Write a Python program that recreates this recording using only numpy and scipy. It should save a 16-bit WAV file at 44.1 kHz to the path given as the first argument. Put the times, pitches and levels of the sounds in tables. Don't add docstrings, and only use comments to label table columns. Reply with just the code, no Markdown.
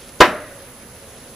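import sys
import numpy as np
from scipy import signal
from scipy.io import wavfile
from scipy.ndimage import uniform_filter1d

SR = 44100
rng = np.random.default_rng(int(sys.argv[2]) if len(sys.argv) > 2 else 0)


def to_wav(sig):
    pcm = np.clip(np.atleast_2d(sig), -1, 1) * 32767
    pcm = np.round(pcm).astype(np.int16)
    wavfile.write(sys.argv[1], SR, pcm.T)


N = 59535
T = np.arange(N) / SR
HIT_S = .2043
# (frequency [Hz], coherence [0-1])
HIT_COHERENCE = [(300, 0.98), (1400, 0.92), (3000, 0.72), (8000, 0.16)]


def plank(bite_delay_s=.0024, splinter_rise_s=.0012, crack_hold_s=.011):
    # (frequency [Hz], level [dB], t60 [s])
    modes = [(89.5, -22.5, 0.197), (166.7, -13, 0.083), (219, -22.5, 0.12), (281, -15.5, 0.31),
             (331, -10, 0.16), (364.2, -6, 0.21), (489.8, -3, 0.11), (574.8, -7.5, 0.18), (640, -21, 0.51),
             (680.4, -11, 0.16), (766, -17, 0.17), (803, -13.5, 0.088), (884.6, -2, 0.09), (1000, 2, .14),
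             (1102, -0.5, 0.084), (1178, 0, 0.068), (1228, -0.5, 0.055), (1325, -12, 0.16),
             (1482, -1, 0.091), (1618.6, -2.5, 0.13), (1825, -5.5, 0.11), (1980, -9.5, 0.099),
             (2062, -7, 0.12), (2984, -14.5, 0.18)]
    # (frequency [Hz], relative spectral density [dB], t60 [s])
    rattle = [(40, -31, .07), (90, -40, 0.072), (162, -16, 0.063), (355, 1, 0.068), (734, 3.5, 0.077),
              (1200, -3, 0.17), (2170, -7.5, 0.21), (4350, -13.5, 0.047), (7800, -35, 0.028),
              (15000, -28, 0.053)]
    bite_s = HIT_S + bite_delay_s
    shove = from_db(1) * decay(HIT_S, t60=.034) * np.sin(2 * np.pi * 443 * since(HIT_S))
    entering = np.exp(np.minimum(T - bite_s, 0) / splinter_rise_s)
    splinter = from_db(-5.5) * entering * decay(bite_s, t60=.03) * noise(band_hz=(1380, 4520))
    crack = from_db(-2.5) * (T > bite_s) * dying_noise(rattle, HIT_COHERENCE, bite_s + crack_hold_s)
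    return shove + splinter + crack + ring(modes, bite_s)


def knife(ring_hz=604, quiver_hz=13.7, build_s=.13):
    t = since(HIT_S)
    envelope = np.minimum(t / build_s, 1) * decay(HIT_S + build_s, t60=.46)
    quiver = 1 + np.cos(2 * np.pi * quiver_hz * t)
    return from_db(-28) * envelope * quiver * np.sin(2 * np.pi * ring_hz * t)


def garden(blow, echo_cutoff_hz=7300, build_s=.018):
    # (delay [s], level [dB])
    reflections = [(.0152, -17), (0.0376, -23.5)]
    # (frequency [Hz], relative spectral density [dB], t60 [s])
    scatter = [(60, -17.5, 0.29), (240, 1.5, 0.61), (594, 0, 0.7), (833, 6, 0.35), (1600, -1, 0.73),
               (2530, -9, 0.47), (4400, -8.5, 0.23), (7800, -21.5, 0.29), (15000, -20, 0.18)]
    dull = filtered(blow, echo_cutoff_hz, "low")
    echoes = sum(from_db(db) * np.array([np.interp(T - delay, T, side) for side in dull])
                 for delay, db in reflections)
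    build = np.minimum(since(HIT_S) / build_s, 1)
    return echoes + from_db(-15) * build * dying_noise(scatter, HIT_COHERENCE, HIT_S + build_s)


def thrower():
    # (time [s], half-length [s], level [dB])
    rustles = [(0.033, 0.069, -48.5), (1.16, 0.059, -53)]
    # (time [s], level [dB])
    ticks = [(.091, -40), (0.191, -41), (0.405, -48)]
    rubbing = sum(from_db(db) * swell(s, half_length) for s, half_length, db in rustles)
    cloth = rubbing * noise(band_hz=(970, 6100))
    snapping = sum(from_db(db) * (T > s) * decay(s, t60=.03) for s, db in ticks)
    litter = snapping * noise(band_hz=(1600, 7900))
    step = from_db(-46.5) * swell(centre_s=1.128, half_length_s=.031) * noise(band_hz=(424, 523))
    return cloth + litter + step


def hush(flicker_db=1.5, hiss_above_hz=7000):
    # (frequency [Hz], relative spectral density [dB])
    spectrum = [(25, -2.5), (130, -2), (165, -11.5), (240, 1.5), (320, -10), (480, -3), (620, -8.5),
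                (800, -11.5), (1600, -12.5), (3000, -17), (6000, -19.5), (9000, -22), (15000, -24)]
    # (frequency [Hz], coherence [0-1])
    coherence = [(500, 0.94), (1400, 0.65), (3000, 0.41), (8000, 0.085)]
    air = sum(band * from_db(flicker_db * drift(6)) for _, band in noise_bands(spectrum, coherence))
    hiss = filtered(rng.standard_normal((2, N)), hiss_above_hz, "high")
    return from_db(-42.5) * air + from_db(-70) * hiss


def hum(waver=.77, wander_rad=.97):
    # (frequency [Hz], base level [dB])
    partials = [(134, -55), (248, -54.5), (495, -53), (555, -51)]
    # (time [s], gain [dB])
    contour = [(0, -5), (.45, 0.5), (.7, 4.5), (1.0, -4), (1.35, -1.5)]
    tones = np.zeros(N)
    for hz, db in partials:
        amplitude = from_db(db) * (1 + waver * drift(5))
        tones += amplitude * np.sin(2 * np.pi * hz * T + wander_rad * drift(4))
    return from_db(np.interp(T, *np.transpose(contour))) * tones


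def whine(chop_hz=59.94, gap_at_s=.6625, gap_share=.14, roughness=.34):
    # (frequency [Hz], level on the right [dB])
    partials = [(6345, -53), (10232, -41), (14140, -55.5)]
    cycle = ((T - gap_at_s) * chop_hz) % 1
    sounding = np.abs(cycle - .5) < (1 - gap_share) / 2
    gate = uniform_filter1d(1.0 * sounding, size=40)
    tones = sum(from_db(db) * np.sin(2 * np.pi * hz * cycle / chop_hz) for hz, db in partials)
    pan_right = from_db([[-23.5], [0]])
    return tones * gate * (1 + roughness * drift(220)) * pan_right


def ring(modes, start_s):
    t = since(start_s)
    return sum((-1) ** k * from_db(db - 60 * t / t60) * np.sin(2 * np.pi * hz * t)
               for k, (hz, db, t60) in enumerate(modes))


def dying_noise(table, coherence, start_s):
    return sum(band * decay(start_s, at_hz(table, hz, column=2))
               for hz, band in noise_bands(table, coherence))


def noise_bands(spectrum, coherence):
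    edges = np.geomspace(22, 16000, 20)
    centres = np.sqrt(edges[1:] * edges[:-1])
    white = rng.standard_normal((2, 2, N + SR // 4))
    bands = []
    for k, hz in enumerate(centres):
        mid, side = filtered(white[k % 2], edges[k:k + 2], "band")[:, -N:]
        alike = np.clip(at_hz(coherence, hz), 0, 1)
        stereo = np.sqrt(1 + alike) * mid + np.sqrt(1 - alike) * side * [[1], [-1]]
        bands.append(from_db(at_hz(spectrum, hz)) * stereo)
    return zip(centres, np.array(bands) / np.std(sum(bands)))


def noise(band_hz):
    return rms_one(filtered(rng.standard_normal(N), band_hz, "band"))


def drift(rate_hz):
    return rms_one(filtered(rng.standard_normal(2 * N), rate_hz, "low")[N:])


def swell(centre_s, half_length_s):
    return np.exp(-.5 * ((T - centre_s) / half_length_s) ** 2)


def decay(start_s, t60):
    return np.exp(-np.log(1000) * since(start_s) / t60)


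def since(start_s):
    return np.maximum(T - start_s, 0)


def filtered(x, hz, kind):
    sections = signal.butter(2, np.clip(hz, 10, SR * .45), kind, fs=SR, output="sos")
    return signal.sosfilt(sections, x + 1e-18)


def at_hz(table, hz, column=1):
    table = np.array(table)
    return np.interp(np.log(hz), np.log(table[:, 0]), table[:, column])


def rms_one(x):
    return x / np.sqrt(np.mean(x ** 2) + 1e-20)


def from_db(db):
    return 10 ** (np.asarray(db) / 20)


def scene():
    blow = plank()
    return blow + knife() + garden(blow) + thrower() + hush() + hum() + whine()


def record(dry, hardness=6, cutoff_hz=15200):
    clipped = dry / (1 + np.abs(dry) ** hardness) ** (1 / hardness)
    return signal.sosfiltfilt(signal.ellip(10, .05, 50, cutoff_hz, fs=SR, output="sos"), clipped)


dry = scene()
out = record(dry)
to_wav(out)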